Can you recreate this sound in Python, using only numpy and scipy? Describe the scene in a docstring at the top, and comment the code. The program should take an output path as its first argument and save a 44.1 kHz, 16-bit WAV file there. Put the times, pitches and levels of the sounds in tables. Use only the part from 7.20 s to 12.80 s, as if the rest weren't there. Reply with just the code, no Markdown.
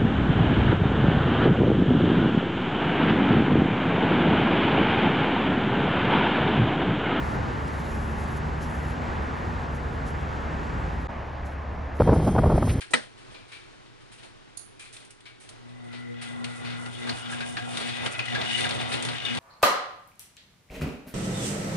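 """By a city road at night, heard from three spots cut hard one after the other.
Banded noise makes exhaust rumble, tyre roar and hiss; wavering sines make a drone and engine notes.
A marker scratches faintly close by as flickering treble noise, among light ticks of steps and pen.
At the last spot strong wind rumbles and slaps across the microphone ports as gusty low noise."""
import sys
import numpy as np
from scipy import signal
from scipy.fft import rfft, irfft, next_fast_len
from scipy.io import wavfile
from scipy.ndimage import uniform_filter1d

SR = 44100
rng = np.random.default_rng(int(sys.argv[2]) if len(sys.argv) > 2 else 0)


def wav_record(signal):
    """Record a signal, one row per channel, as 16-bit PCM in the file named by sys.argv[1]."""
    frames = np.transpose(np.atleast_2d(signal))
    bounded = np.clip(frames, -1, 1)
    # unit amplitude maps onto the largest positive 16-bit level
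    quanta = np.round(bounded * 32767).astype(np.int16)
    wavfile.write(sys.argv[1], SR, quanta)


def to_linear_factor(level_db):
    """Convert decibel levels (scalar or array-like) to linear amplitude factors."""
    exponent = np.asarray(level_db, float) / 20
    return 10 ** exponent


N = 246940

# stay at each spot by the road: (start [s], end [s])
SPOTS = [(0, 3.8712), (3.879, 4.7935), (4.795, 5.6)]


def rms_one(x):
    """Scales to rms 1."""
    return x / np.sqrt(np.mean(x ** 2) + 1e-20)


def in_time(rows):
    """Columns of a table joined by straight lines, one value a sample."""
    s, *columns = np.transpose(rows)
    return [np.interp(np.arange(N) / SR, s, c) for c in columns]


def at_hz(points, hz):
    """Reads a spectrum on a log axis."""
    point_hz, point_db = np.array(points).T
    return np.interp(np.log(hz), np.log(point_hz), point_db)


def drift(rate_hz, size=N):
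    """Slow chance through a double one-pole low-pass, drawn every 40 samples; spread 1."""
    r = np.exp(-80 * np.pi * rate_hz / SR)
    slow = signal.lfilter([1], [1, -2 * r, r * r], rng.standard_normal(size // 40 + 2002))[2000:]
    return np.interp(np.arange(size) / 40, np.arange(len(slow)), rms_one(slow))


def band(x, low_hz, high_hz, order=2):
    """Band-pass."""
    return signal.sosfilt(signal.butter(order, [low_hz, high_hz], "band", fs=SR, output="sos"), x)


def evened(x, span_s):
    """Noise with its own swells flattened, rms 1."""
    swell = np.sqrt(uniform_filter1d(x ** 2, int(span_s * SR), axis=-1) + 1e-12)
    return rms_one(x / swell)


def gate(spot):
    """Open while one spot is heard: short fade in, hard cut out."""
    # one fade a spot: (length [s])
    fade_in_s = [0.00025, 0.014, 0.0044]
    t = np.arange(N) / SR
    start, end = SPOTS[spot]
    return np.clip((t - start) / fade_in_s[spot], 0, 1) * (t < end)


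def tone(hz, level_db, waver_hz):
    """A sine whose pitch wavers, at the given rms level."""
    phase = 2 * np.pi * np.cumsum(hz + waver_hz * drift(5.76)) / SR
    return np.sqrt(2) * to_linear_factor(level_db) * np.sin(phase)


def puffs(rows, noise):
    """Each row opens a bell-shaped window on its noise, centred on its time, with the given rms at the top."""
    out = np.zeros((2, N))
    for (s, level_db, length_ms), air in zip(rows, noise):
        bell = np.hanning(int(2 * length_ms * SR / 1000))
        at = int(s * SR) - len(bell) // 2
        piece = air[:, :len(bell)] * bell
        scale = np.sqrt(np.sum(bell ** 2) / np.sum(piece[0] ** 2))
        out[:, at:at + len(bell)] += to_linear_factor(level_db) * piece * scale
    return out


def street(spot):
    """Half-octave bands of noise, each flickering a little; rumble, roar, hiss and scratch follow their levels."""
    # where rumble meets roar and roar meets hiss: (edge [Hz])
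    layer_edges_hz = [300, 2500]
    # colour of the street ahead, one list a spot: (frequency [Hz], relative density [dB per Hz])
    ahead_colour = [
        [(20, -25), (32, -3), (48, -5.5), (70, -2.5), (100, -6.5), (140, -7.5), (200, -12.5), (280, -12.5),
         (400, -13), (650, -16.5), (870, -13.5), (1050, -17.5), (1400, -19.5), (1750, -19), (2300, -26),
         (4000, -38), (6000, -44.5), (8300, -49), (11500, -75), (11900, -72)],
        [(20, -12), (32, -1), (48, -11), (70, -4), (100, -10), (200, -16), (380, -21.5), (700, -17.5),
         (1000, -20), (1400, -26), (1700, -24.5), (2700, -33.5), (4000, -43), (6000, -50.5), (8300, -60),
         (11500, -70), (11900, -77)],
        [(20, -9), (40, -4), (100, 8), (300, -5.5), (900, -23.5), (1700, -25), (2700, -27.5), (4000, -30),
         (6000, -35), (8300, -38), (11500, -49), (11900, -59)],
    ]
    # colour of the diffuse street around, the difference of the ports: (frequency [Hz], density [dB per Hz])
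    around_colour = [
        [(20, -28), (45, -15), (70, -21), (200, -20), (600, -18.5), (1100, -15.5), (1450, -17.5), (1750, -23),
         (2050, -31), (2600, -43)],
        [(20, -40), (45, -23), (70, -26), (140, -27.5), (500, -25.5), (1000, -24.5), (1400, -26), (1700, -32),
         (2050, -43), (2600, -52)],
        [(20, -35), (60, -37), (400, -28), (900, -28), (1700, -28.5), (2300, -43)],
    ]
    # colour of the marker's scratch: (frequency [Hz], relative density [dB per Hz])
    scratch_colour = [(3000, -18), (6000, -3), (8000, -3), (9300, 0), (11300, -4.5), (11800, -9.5),
                      (12200, -44)]
    patchy_db, shared_db = 0.65, 1.1   # flicker of each band alone, and of all together

    first, last = int(SPOTS[spot][0] * SR), min(N, int(SPOTS[spot][1] * SR) + 1)
    size = next_fast_len(last - first)
    hz = np.maximum(np.arange(size // 2 + 1) * SR / size, 1)
    ahead, around, pen = rfft(rng.standard_normal((3, size)))
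    colours_db = np.array([at_hz(ahead_colour[spot], hz), at_hz(around_colour[spot], hz)])
    noise = np.array([ahead, around]) * to_linear_factor(colours_db)
    layers = np.zeros((4, 2, size))   # rumble, roar, hiss, scratch; each ahead and around
    together = drift(1.0, size=size)
    for centre in 300 * 2 ** np.arange(-4.25, 6, .5):
        mask = np.cos(np.pi * np.clip(np.log2(hz / centre), -.5, .5)) ** 2
        flicker = to_linear_factor(shared_db * together + patchy_db * drift(5.0, size=size))
        layers[np.searchsorted(layer_edges_hz, centre)] += flicker * irfft(noise * mask, size)
    layers[3, 0] = irfft(pen * to_linear_factor(at_hz(scratch_colour, hz)), size)
    layers[3] *= to_linear_factor(1.94 * drift(18, size=size))      # the felt tip catches unevenly

    out = np.zeros((2, N))
    for layer, level_db in zip(layers, street_levels(spot)):
        even = layer[:, :last - first] / np.std(layer[0])
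        out[:, first:last] += to_linear_factor(level_db[first:last]) * even
    return out


def street_levels(spot):
    """Rumble, roar, hiss and treble change at a constant rate; the marker's strokes rise out of the treble (dB)."""
    # traffic at the start of each spot: (exhaust rumble [dB], tyre roar [dB], tyre hiss [dB],
    # fading [dB per s], below zero where the traffic grows)
    traffic = [(-30.5, -35, -49.5, 1.0), (-35, -39, -56, 2.5), (-26.5, -39.5, -54, -2)]
    # flickering top treble between strokes, at the start of each spot: (level [dB])
    treble_db = [-65, -76.5, -56]
    # strokes of the marker close by: (start [s], length [s], level at the start [dB])
    strokes = [(0.0, .16, -61), (0.48, 0.7, -59), (1.42, 0.29, -58.5), (2.857, .05, -64), (4.25, .09, -69),
               (4.746, .04, -67), (5.026, 0.093, -53), (5.43, 0.11, -48.5)]
    treble_fading, hiss_fading = 0.83, 1.02   # how fast these fade against the rest
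    attack_s, release_s, pressing_db = 0.012, 0.025, 3.0   # the tip presses harder towards the end

    t = np.arange(N) / SR
    rumble_db, roar_db, hiss_db, fading = traffic[spot]
    lost_db = fading * (t - SPOTS[spot][0])
    power = to_linear_factor(treble_db[spot] - treble_fading * lost_db) ** 2
    for s, length, level_db in strokes:
        rise = (t - s) / attack_s + 1
        fall = (s + length - t) / release_s + 1
        shape = np.clip(np.minimum(rise, fall), 0, 1)
        pressed_db = level_db + pressing_db * np.clip((t - s) / length, 0, 1)
        power = power + (shape ** 2 * to_linear_factor(pressed_db)) ** 2
    return [rumble_db - lost_db, roar_db - lost_db, hiss_db - hiss_fading * lost_db, 10 * np.log10(power)]


def drone():
    """The idling drone at the first two spots: a low sine whose level and pitch waver."""
    # one drone a spot: (mean level [dB])
    drone_db = [-34, -35.5]
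    return sum(gate(k) * tone(71, level_db + 2.0 * drift(0.33), waver_hz=0.3)
               for k, level_db in enumerate(drone_db))


def passing_engine():
    """Three engine notes at the first spot, sines that glide as the speed changes."""
    # an engine pulling away through a gear change: (time [s], pitch [Hz], level [dB])
    pulling = [(0, 128, -46.5), (1.0, 154, -41.5), (2.3, 158.7, -47), (2.4, 146, -43.5), (3.1, 152, -43),
               (3.86, 166, -41.5)]
    # a deep throb: (time [s], pitch [Hz], level [dB])
    throb = [(0, 48.8, -53), (2.0, 46, -56), (2.85, 49.9, -36), (3.15, 50.6, -59), (3.6, 51.04, -32),
             (3.86, 52.6, -34)]
    # a higher hum: (time [s], pitch [Hz], level [dB])
    hum = [(0, 215.1, -50), (.9, 224.9, -40.5), (1.5, 234.7, -45.5), (3.86, 230, -53)]
    notes = tone(*in_time(pulling), waver_hz=1.57) + tone(*in_time(throb), waver_hz=0.56)
    return gate(0) * (notes + tone(*in_time(hum), waver_hz=2.43))


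def ticks():
    """Brief bright scuffs near the microphone and one wider swish, all bells of band-passed noise."""
    # light ticks of steps and pen: (time [s], level [dB], width at half height [ms])
    tick_rows = [(0.4794, -55, 21), (1.43, -50, 35), (2.5594, -57, 30), (2.8794, -53.5, 39),
                 (4.2653, -58, 22), (5.079, -49, 26), (5.375, -52, 35)]
    # a sleeve or the pen drags past: (time [s], level [dB], width at half height [ms])
    swish_rows = [(5.5, -37, 27)]
    white = rng.standard_normal((len(tick_rows) + len(swish_rows), 2, 8000))
    scuffs = puffs(tick_rows, band(white[len(swish_rows):], 4400, 10600))
    swish = puffs(swish_rows, band(white[:len(swish_rows)], 1100, 3500))
    return (scuffs + swish)[0]


def whine():
    """A thin whine at the last spot: one high sine, unsteady in pitch and level."""
    # one row: (pitch [Hz], mean level [dB])
    whine_rows = [(3208, -61)]
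    return gate(2) * to_linear_factor(2.0 * drift(6.6)) * tone(*whine_rows[0], waver_hz=9.34)


def gusts():
    """Eddies at the ports: lumpy rumble, thumps and flutter, each a band of noise following the gusts."""
    # strength of the wind on the ports: (time [s], level [dB])
    gust_rows = [(4.8, -32.5), (4.9, -18.5), (5.0, -25.5), (5.15, -25.5), (5.3, -21.5), (5.42, -26),
                 (5.6, -35)]
    gust_db, = in_time(gust_rows)
    mean_db = np.mean(gust_rows, axis=0)[1]
    swing_db = gust_db - mean_db
    white = rng.standard_normal((3, 2, N))
    # rumble follows a share of the swing, flutter more than all of it
    rumble_db = -1 + mean_db + 0.37 * swing_db + 1.5 * drift(5.7)
    thump_db = -2.5 + gust_db + 1.1 * drift(7.6)
    flutter_db = -12 + mean_db + 1.4 * swing_db + 3.56 * drift(71)
    rumble = evened(band(white[0], 35.3, 90), span_s=0.053) * to_linear_factor(rumble_db)
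    thump = evened(band(white[1], 90, 230), span_s=0.016) * to_linear_factor(thump_db)
    flutter = rms_one(band(white[2], 230, 836)) * to_linear_factor(flutter_db)
    return rumble + thump + flutter


def slaps():
    """Short slaps of wind, bells of noise whose top edge rises with time; and the faint rasp on each."""
    # slaps of wind across the ports: (time [s], level [dB], width at half height [ms])
    slap_rows = [(4.805, -11.5, 9.1), (4.82, -14.5, 3.3), (4.879, -17.5, 9), (4.894, -13.5, 7.5),
                 (4.93, -17.5, 23.2), (4.962, -22.5, 13.2), (5.001, -28, 9), (5.027, -30, 14.3),
                 (5.08, -21, 25), (5.152, -22.5, 6.4), (5.163, -16, 4.1), (5.187, -15, 11),
                 (5.239, -19, 12), (5.261, -23, 8.2), (5.305, -19.5, 13), (5.323, -19.5, 10),
                 (5.359, -28, 10), (5.382, -17.5, 7), (5.428, -18, 5.1), (5.477, -27, 10)]
    later_s = np.array(slap_rows)[:, 0] - slap_rows[0][0]
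    spread = np.exp(0.057 * rng.standard_normal(len(slap_rows)))
    tops_hz = (740 + 190 * later_s) * spread   # later slaps reach higher
    air = rng.standard_normal((len(slap_rows), 2, 8000))
    # the first 2000 samples let the filters settle
    body = [evened(band(a, 270, hz), span_s=0.014)[:, 2000:] for a, hz in zip(air, tops_hz)]
    rasp = puffs(slap_rows, band(air, 1060, 2900)[..., 2000:]) * to_linear_factor(-34.5)
    return puffs(slap_rows, body), rasp


def bumps():
    """Deep bumps of wind: bells of low noise, each with its own top edge."""
    # bumps on the ports: (time [s], level [dB], top edge [Hz], width at half height [ms])
    bump_rows = np.array([(4.819, -20, 101, 30), (4.9, -24, 161, 20), (5.2, -20.5, 199, 25),
                          (5.269, -16, 200, 20), (5.345, -16.5, 166, 25), (5.416, -23.5, 99, 25),
                          (5.494, -26, 109, 35)])
    air = rng.standard_normal((len(bump_rows), 2, 8000))
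    body = [evened(band(a, 39.6, hz), span_s=0.037)[:, 2000:] for a, hz in zip(air, bump_rows[:, 2])]
    return puffs(bump_rows[:, [0, 1, 3]], body)


def wind():
    """Gusts, slaps and bumps under a steep top edge, with the rasp above it; fainter in the difference."""
    slap, rasp = slaps()
    steep = signal.butter(3, 1310, fs=SR, output="sos")      # eddies carry little above this
    side_db = -27
    return (signal.sosfilt(steep, gusts() + slap + bumps()) + rasp) * to_linear_factor([[0], [side_db]])


def port_turn(hz, spot):
    """High up the two ports turn out of phase: the sound passes from the sum to the difference and back."""
    # ports in opposite phase, one row a spot: (frequency of the flip [Hz], reach of the turn to either side [Hz])
    port_flip = [(8985, 2060), (9020, 2100), (7330, 2740)]
    flip_hz, span_hz = np.array(port_flip)[spot].T
    turn = np.clip(np.pi / 2 * (1 + (hz - flip_hz) / span_hz), 0, np.pi)
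    return np.cos(turn), np.sin(turn), flip_hz, span_hz


def sum_and_difference(ahead, around):
    """Splits the sound over sum and difference; each falls silent where weak, in holes with wandering edges."""
    # the difference is heard from the street around only up to here, one value a spot: (ragged edge [Hz])
    around_top_hz = [2270, 2090, 1900]
    top_hz, edge_wander_hz, weakest_share = 11760, 190, 0.48

    hz, s, (front, diffuse) = signal.stft([ahead, around], SR, nperseg=1024)
    hz = hz[:, None]
    spot = np.searchsorted([end for start, end in SPOTS[:-1]], s)
    in_sum, in_difference, flip_hz, span_hz = port_turn(hz, spot)
    chance = uniform_filter1d(rng.standard_normal((3, len(s))), size=3) * np.sqrt(3)
    wander = edge_wander_hz * chance
    weakest = weakest_share + np.where(hz > flip_hz, wander[0], wander[1]) / span_hz
    mid = front * in_sum * (np.abs(in_sum) > weakest) * (hz < top_hz + wander[1])
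    side = front * 1j * in_difference * (in_difference > weakest)
    side += diffuse * (hz < np.array(around_top_hz)[spot] + wander[2])
    return signal.istft([mid, side], SR, nperseg=1024)[1][:, :N]


def scene():
    """What comes from ahead and from around becomes sum and difference, then left and right."""
    ahead, around = sum(gate(k) * street(k) for k in range(3)) + gate(2) * wind()
    ahead = ahead + drone() + passing_engine() + ticks() + whine()
    mid, side = sum_and_difference(ahead, around)
    return np.array([mid + side, mid - side])


def top_cut(x):
    """Nothing passes above the cut-off."""
    return signal.sosfilt(signal.butter(12, 12390, fs=SR, output="sos"), x)


def record(dry):
    """The microphone drops the deepest bass through a second-order high-pass."""
    low_cut = signal.butter(2, 36, "high", fs=SR, output="sos")
    mix = signal.sosfilt(low_cut, dry)
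    return top_cut(mix)


dry = scene()
out = record(dry)
wav_record(out)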